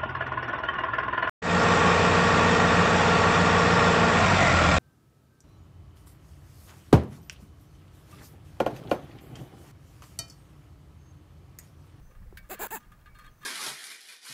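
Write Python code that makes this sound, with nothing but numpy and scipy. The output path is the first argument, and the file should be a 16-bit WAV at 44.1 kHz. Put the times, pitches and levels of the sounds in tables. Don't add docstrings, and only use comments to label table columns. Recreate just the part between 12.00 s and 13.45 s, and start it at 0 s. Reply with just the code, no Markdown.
import sys
import numpy as np
from scipy import signal
from scipy.fft import rfft, irfft
from scipy.io import wavfile

SR = 44100
rng = np.random.default_rng(int(sys.argv[2]) if len(sys.argv) > 2 else 0)


def elevation(decibels):
    levels = np.asarray(decibels, float)
    return 10 ** (levels / 20)


def put_to_file(sound):
    columns = np.atleast_2d(sound).T
    safe = np.clip(columns, -1, 1)
    whole_steps = np.round(safe * 32767)
    wavfile.write(sys.argv[1], SR, whole_steps.astype(np.int16))


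N = 63945
T = np.arange(N) / SR


def rms_one(x):
    return x / np.sqrt(np.mean(x ** 2) + 1e-20)


def resonate(x, peaks):
    out = 0
    for k, (hz, width_hz, db) in enumerate(peaks):
        r = np.exp(-np.pi * max(width_hz, 5) / SR)
        feed = [(1 - r * r) / 2, 0, (r * r - 1) / 2]
        back = [1, -2 * r * np.cos(2 * np.pi * hz / SR), r * r]
        out = out + (-1) ** k * elevation(db) * signal.lfilter(feed, back, x + 1e-18)
    return out


def resonate_twice(x, hz, width_hz):
    return resonate(resonate(x, [(hz, width_hz, 0)]), [(hz, width_hz, 0)])


def cut(x, hz, kind, order=2):
    return signal.sosfilt(signal.butter(order, hz, kind, fs=SR, output="sos"), x)


def coloured(points):
    hz, db = np.transpose(points)
    f = np.maximum(np.arange(N // 2 + 1) * SR / N, 1)
    gain = elevation(np.interp(np.log(f), np.log(hz), db, left=-90, right=-90))
    return rms_one(irfft(rfft(rng.standard_normal(N)) * gain, N))


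def drift(rate_hz):
    r = np.exp(-2 * np.pi * rate_hz / SR)
    return rms_one(signal.lfilter([1], [1, -2 * r, r * r], rng.standard_normal(N + SR))[SR:])


def linger(x, fade_s, gain=None):
    r = np.exp(-1 / (fade_s * SR))
    return signal.lfilter([1 - r if gain is None else gain], [1, -r], x)


def stroke(s, rise_s, fade_s):
    rise = np.clip((T - s) / max(rise_s, 1e-4), 0, 1)
    return rise * np.exp(-np.maximum(T - s - rise_s, 0) / max(fade_s, 1e-3))


def sounding(effort_s, tail_s=0):
    opening = (T - effort_s[0]) / 0.0013
    closing = (effort_s[-1] + tail_s - T) / (0.0018 + tail_s)
    return np.clip(np.minimum(opening, closing), 0, 1)


def even(x, effort_s):
    return x / np.sqrt(np.mean(x[sounding(effort_s) > 0] ** 2))


def slip_hum(cycles, speed, rising, harmonics_db, sinks_db, effort_s, tail_s):
    first_sink = np.where(rising, sinks_db[0], sinks_db[1])
    sinks = [first_sink, sinks_db[2]] + [sinks_db[3]] * 4
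    hum = 0
    for k, (db, sink) in enumerate(zip(harmonics_db, sinks)):
        level = elevation(db + 3.5 - sink * (1 - speed) ** 1.8 + 90 * 0 + 0)
        hum = hum + level * harmonic(cycles, k) * sounding(effort_s, tail_s if k == 0 else 0)
    return hum


def harmonic(cycles, k):
    return np.sin(2 * np.pi * (k + 1) * cycles + 0.87 * k * k)


def croak(effort, fin_stroke, rough, voice, harmonics_db, sinks_db, skull_peaks):
    # centre in Hz, width in Hz, level in dB.
    rasp_peaks = [(4100, 6000, -18), (7440, 860, -2), (10430, 1300, -8.5), (11570, 970, -4.5),
                  (14140, 1100, -1), (15440, 410, 2)]
    # centre in Hz, width in Hz, depth from 0 to 1.
    rasp_dips = [(8700, 840, 0.44), (13200, 500, .5), (5630, 410, 0.9)]
    # centre in Hz, width in Hz, level in dB rms.
    belly_peak = (208, 25, -57.5)
    # centre in Hz, width in Hz.
    throat_peak = (560, 220)
    jaw_peak = (950, 130)
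    rest_hz = 201.7
    s, db = np.transpose(effort)
    top_s, top_hz, rise_s, fall_s, flat = fin_stroke
    jitter, flutter_db, clean = rough
    skull_db, clear_db, throat_db, jaw_db, tail_s = voice
    on = sounding(s)
    level_db = np.interp(T, s, db)

    rising = T < top_s
    speed = np.exp(-np.abs((T - top_s) / np.where(rising, rise_s, fall_s)) ** flat)
    cycles = np.cumsum((rest_hz + (top_hz - rest_hz) * speed) * (1 + jitter * drift(120))) / SR
    slips = np.diff(np.floor(cycles), prepend=0) * elevation(1.5 * rng.standard_normal(N))
    burst = 0.2 + 0.35 * speed + linger(slips, 0.0008, gain=1)
    bone_noise, rasp_noise = burst * rng.standard_normal((2, N))

    hum = slip_hum(cycles, speed, rising, harmonics_db, sinks_db, s, tail_s, flutter_db)
    belly = even(resonate_twice(bone_noise, *belly_peak[:2]), s)
    belly = elevation(belly_peak[2]) * sounding(s, 0.021) * belly

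    drive = np.sqrt(clean) * even(slips, s) + np.sqrt(1 - clean) * even(bone_noise, s)
    bone = cut(resonate(drive, [(*jaw_peak, jaw_db)] + skull_peaks), 680, "high", order=4)
    bone = bone + elevation(throat_db) * resonate_twice(bone_noise, *throat_peak)
    follow_db = 1.37 * (level_db - db.max())
    skull_level = on * elevation(db.max() + skull_db + follow_db - clear_db * speed ** 2)
    skull = linger(skull_level, 0.0023) * even(bone, s)

    rasp = cut(resonate(rasp_noise, rasp_peaks), 2100, "high")
    for hz, width_hz, depth in rasp_dips:
        rasp = rasp - np.clip(depth, 0, 1) * resonate(rasp, [(hz, width_hz, 0)])
    grind = on * elevation(level_db)
    grind = np.maximum(grind, elevation(-14) * linger(grind, 0.013))
    return hum + belly + skull + grind * even(rasp, s)


def slip_hum(cycles, speed, rising, harmonics_db, sinks_db, effort_s, tail_s, flutter_db):
    first_sink = np.where(rising, sinks_db[0], sinks_db[1])
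    sinks = [first_sink, sinks_db[2]] + [sinks_db[3]] * 4
    hum = 0
    for k, (db, sink) in enumerate(zip(harmonics_db, sinks)):
        level = elevation(db + 3.5 - sink * (1 - speed) ** 1.8 + flutter_db * drift(90))
        hum = hum + level * harmonic(cycles, k) * sounding(effort_s, tail_s if k == 0 else 0)
    return hum


def fish():
    # time in seconds, level in dB.
    efforts = [
        [(0.494, -54), (0.499, -45), (0.516, -40.5), (0.524, -45), (0.542, -42.5), (0.551, -49), (0.56, -63)],
        [(0.591, -44.5), (0.608, -40.5), (0.626, -37.5), (0.644, -39), (0.658, -39.5), (0.666, -39.5),
         (0.671, -33.5)],
        [(0.705, -40.5), (0.714, -42.5), (0.738, -42), (0.758, -39.5), (0.772, -40), (0.778, -49), (0.788, -52)],
    ]
    # fastest moment in seconds, top slips per second, rise in seconds, fall in seconds, flatness.
    fin_strokes = [(.525, 392, .025, .020, 2.01), (.626, 435, .036, .034, 2.2),
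                   (.740, 456, .031, .026, 2.4)]
    # timing jitter as a share, flutter in dB, share of clean slips in the skull.
    roughness = [(.015, 1.5, .5), (.05, 3.5, .35), (.003, .5, .6)]
    # skull over rasp in dB, its loss at full speed in dB, throat in dB, jaw in dB, hum tail in seconds.
    voices = [(0, 2.5, -3, -8, .003), (0, -1, -9, 3, 0.012), (1.5, 17, -14, 4, 0.013)]
    # harmonics 1 to 6 of the slip rate at full speed, in dB rms.
    harmonics = [(-44, -43, -52, -61, -61, -56), (-46, -42, -55, -57, -60, -64),
                 (-46, -37.5, -51, -44, -52, -58)]
    # first harmonic on the rise, first on the fall, second, higher ones, in dB.
    sinks = [(36, 40, 15, 34), (24, 26, 14, 24), (18, 7, 60, 60)]
    # centre in Hz, width in Hz, level in dB.
    skulls = [
        [(1233, 115, 1), (1530, 220, -1.5), (2120, 106, -0.5), (2625, 77, 0.5), (3760, 1900, -13.5)],
        [(1480, 71, 5.5), (1650, 110, -1.5), (2000, 180, -7.5), (2360, 214, -6), (3620, 1940, -17)],
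        [(1652, 92, 3), (1730, 155, 0), (2100, 410, -11), (2600, 73, -1), (3700, 830, -15)],
    ]
    croaks = zip(efforts, fin_strokes, roughness, voices, harmonics, sinks, skulls)
    voice = sum(croak(*rows) for rows in croaks)
    notch_hz, notch_width_hz = 5620, 1160
    return signal.lfilter(*signal.iirnotch(notch_hz, notch_hz / notch_width_hz, SR), voice)


def pot(voice):
    # centre in Hz, width in Hz, level in dB.
    wall = [(1105, 21, -13.5), (1222.4, 19, 1), (1340, 7.7, -13), (1560, 25, -16), (1705, 51.5, -2),
            (2235, 12, -13.5), (2788, 29, -17), (3277, 63, -16), (3625, 68, -19), (4280, 70, -21)]
    # centre in Hz, width in Hz, level in dB.
    scrape = [(1107, 400, 5.5), (1604, 576, 10.5), (2480, 1140, -0.5), (4070, 3700, -15)]
    # start in seconds, rise in seconds, fade in seconds, level in dB, brightness in dB.
    rubs = [(0.107, 0.0029, 0.012, -62, -16), (0.15, 0.0012, 0.0057, -60, -13),
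            (.221, 0.0015, 0.0071, -63.5, -14), (0.427, 0.0024, 0.062, -65.5, -8),
            (0.567, 0.025, 0.012, -55, -16.5), (0.827, 0.0012, 0.029, -72, -16),
            (0.917, 0.0031, 0.012, -56.5, -7), (0.988, 0.0037, 0.013, -69, -11),
            (1.012, 0.00064, 0.0038, -60, -19), (1.057, 0.00074, 0.018, -52.5, -22),
            (1.147, 0.00064, 0.031, -58.5, -12), (1.1867, 0.00027, 0.018, -53, -6),
            (1.211, 0.0076, 0.051, -65, -13), (1.241, 0.0045, 0.023, -55.5, -14),
            (1.263, 0.0037, 0.0053, -55.5, -10), (1.404, 0.015, 0.031, -55.5, -9.5),
            (1.428, 0.0019, 0.018, -56, -13.5), (0.551, 0.003, 0.016, -50.5, -13.5),
            (0.798, 0.0034, 0.041, -62.5, -9), (0.678, 0.003, 0.029, -59.5, -3.5)]
    hits = (rng.random(N) < 5000 / SR) * rng.choice([-1, 1], N)
    grains = rms_one(hits * elevation(2 * np.minimum(rng.exponential(1, N), 4)))
    push = sum(elevation(db) * stroke(s, rise, fade) for s, rise, fade, db, _ in rubs)
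    sheen = sum(elevation(db + bright) * stroke(s, rise, fade * 0.77) for s, rise, fade, db, bright in rubs)
    wall_gain = elevation(2.5) / np.std(resonate(grains, wall))
    scrape_gain = 1 / np.std(resonate(grains, scrape))
    ring = wall_gain * resonate(grains * push + elevation(-29) * voice, wall)
    body = scrape_gain * resonate(grains * push, scrape)
    return ring + body + sheen * rms_one(cut(grains, 4800, "high"))


def snap():
    # centre in Hz, width in Hz, level in dB.
    crack = [(1600, 280, 2.5), (2440, 840, -3), (3640, 2100, -5.5), (4940, 1370, -6), (8900, 12000, -16.5),
             (15000, 750, -6)]
    # centre in Hz, width in Hz, level in dB.
    answer = [(1222, 12, -7), (1572, 16, -3), (1798, 16, -10), (2272, 14, 6), (2702, 25, -14),
              (3208, 25, -14), (4430, 60, -12)]
    start_s = 0.371
    shape = stroke(start_s, 0.002, 0.0068) + elevation(-2) * stroke(start_s, 0.0017, 0.014)
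    shape = elevation(-48) * shape
    white = rng.standard_normal(N)
    return shape * rms_one(resonate(white, crack)) + elevation(13.5) * resonate(shape * white, answer)


def knock():
    # time in seconds, peak in dB, centre in Hz, width in Hz.
    knocks = [(0.0019, -59, 340, 70), (.097, -60, 520, 40), (.118, -54, 343, 180), (.220, -54, 1100, 300),
              (.256, -62, 500, 24), (.3245, -44.5, 372, 76), (.3246, -47.5, 790, 480),
              (1.188, -50, 3100, 4400), (1.059, -56, 1800, 2300), (.4905, -46, 9000, 9000),
              (1.4291, -52, 1700, 900), (.9188, -57, 2500, 3000)]
    out = np.zeros(N)
    for s, db, hz, width_hz in knocks:
        click = 1.0 * (np.arange(N) == int(s * SR))
        tap = resonate(resonate(click, [(hz, width_hz, 0)]), [(hz, 4 * width_hz, 0)])
        tap = cut(tap, min(hz + 0.4 * width_hz + 200, 15000), "low", order=4)
        out += elevation(db) * tap / np.abs(tap).max()
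    return out


def sing():
    # start in seconds, rise in seconds, fade in seconds, level in dB, pitch in Hz.
    sings = [(1.085, .008, .06, -67, 2280), (1.193, .004, .03, -65, 2280), (1.152, .008, .02, -70, 4300),
             (1.158, .006, .015, -70, 3660), (1.16, .004, .008, -61, 1560), (1.205, .006, .012, -70, 4300),
             (1.245, .018, .008, -67, 3700), (1.27, .012, .007, -66, 3260), (1.26, .004, .025, -71, 4300),
             (1.058, .003, .018, -59, 1710), (1.238, .004, .012, -58, 1690), (1.256, .006, .022, -59, 1225),
             (1.272, .006, .008, -61, 1740), (1.188, .003, .016, -59, 1222), (1.42, .01, .025, -54, 1715),
             (1.425, .01, .015, -67, 3700), (.382, .006, .025, -63, 2275), (.385, .006, .04, -65, 1575),
             (.752, .008, .012, -53, 2560), (.371, .002, .006, -49, 1600), (.39, .006, .03, -66, 1800),
             (.148, .004, .012, -66, 1700), (.148, .004, .014, -68, 1220), (.915, .004, .03, -64, 1222)]
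    out = 0
    for s, rise_s, fade_s, db, hz in sings:
        level = elevation(db + 3.5 + 2.9 * drift(70)) * stroke(s, rise_s, fade_s)
        out = out + level * np.sin(2 * np.pi * hz * T)
    return out


def tick():
    # start in seconds, fade in seconds, level in dB, centre in Hz, width in Hz.
    ticks = [(1.189, .006, -63, 11200, 700), (1.2635, .002, -64, 8000, 3000),
             (1.388, .012, -69, 14600, 1500), (.680, .003, -63, 12300, 1200), (1.165, .006, -74, 9700, 300),
             (1.446, .004, -67, 15200, 1200)]
    white = rng.standard_normal(N)
    out = 0
    for s, fade_s, db, hz, width_hz in ticks:
        out = out + elevation(db) * stroke(s, 0.00095, fade_s) * rms_one(resonate_twice(white, hz, width_hz))
    return out


def insect():
    # start in seconds, end in seconds, level in dB.
    trills = [
        (0, 0.149, -76),
        (0.75, 0.84, -73),
        (1.28, 1.466, -77.5),
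    ]
    on = sum(elevation(db) * np.clip(np.minimum(T - a, b - T) / 0.037, 0, 1) for a, b, db in trills)
    throb = (1.4 + 0.17 * np.sin(2 * np.pi * 45 * T)) ** 2
    return on * rms_one(throb * resonate(rng.standard_normal(N), [(6155, 70, 0)]))


def wind():
    # time in seconds, level in dB.
    gusts = [(0.0, -50), (0.152, -59.5), (0.226, -41.5), (0.258, -51), (0.278, -42.5), (0.568, -59),
             (0.634, -54.5), (0.65, -59), (0.86, -58), (0.88, -51.5), (0.968, -57.5), (1.372, -55),
             (1.4, -64), (1.45, -49.5)]
    # frequency in Hz, level in dB per Hz.
    rumble = [(12, -21), (20, 2.5), (59, -4), (97, -13.5), (171, -17.5), (203, -21), (260, -49), (340, -57),
              (570, -120)]
    return elevation(np.interp(T, *np.transpose(gusts)) + 1.8 * drift(26)) * coloured(rumble)


def open_air():
    # frequency in Hz, level in dB per Hz.
    murmur = [(65, -25.5), (110, 3.0), (366, -14.0), (990, -18), (1220, -16.5), (1500, -18.5),
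              (1700, -18.0), (3030, -29), (15600, -36), (17000, -12.5)]
    return elevation(-61.5 + 0.27 * drift(18)) * coloured(murmur)


def scene():
    voice = fish()
    handling = pot(voice) + snap() + knock() + sing() + tick()
    return (voice + handling + insect() + wind() + open_air())[None]


def roll_off(x):
    return signal.sosfilt(signal.butter(12, 17000, fs=SR, output="sos"), x)


def record(dry):
    hiss = elevation(-74.5) * rms_one(cut(rng.standard_normal(N), 12100, "high"))
    hz = np.arange(N // 2 + 1) * SR / N
    top_cut = elevation(-70 * np.clip((hz - 15720) / 250, 0, 1) ** 1.5)
    return roll_off(irfft(rfft(dry + hiss) * top_cut, N))


dry = scene()
out = record(dry)
put_to_file(out)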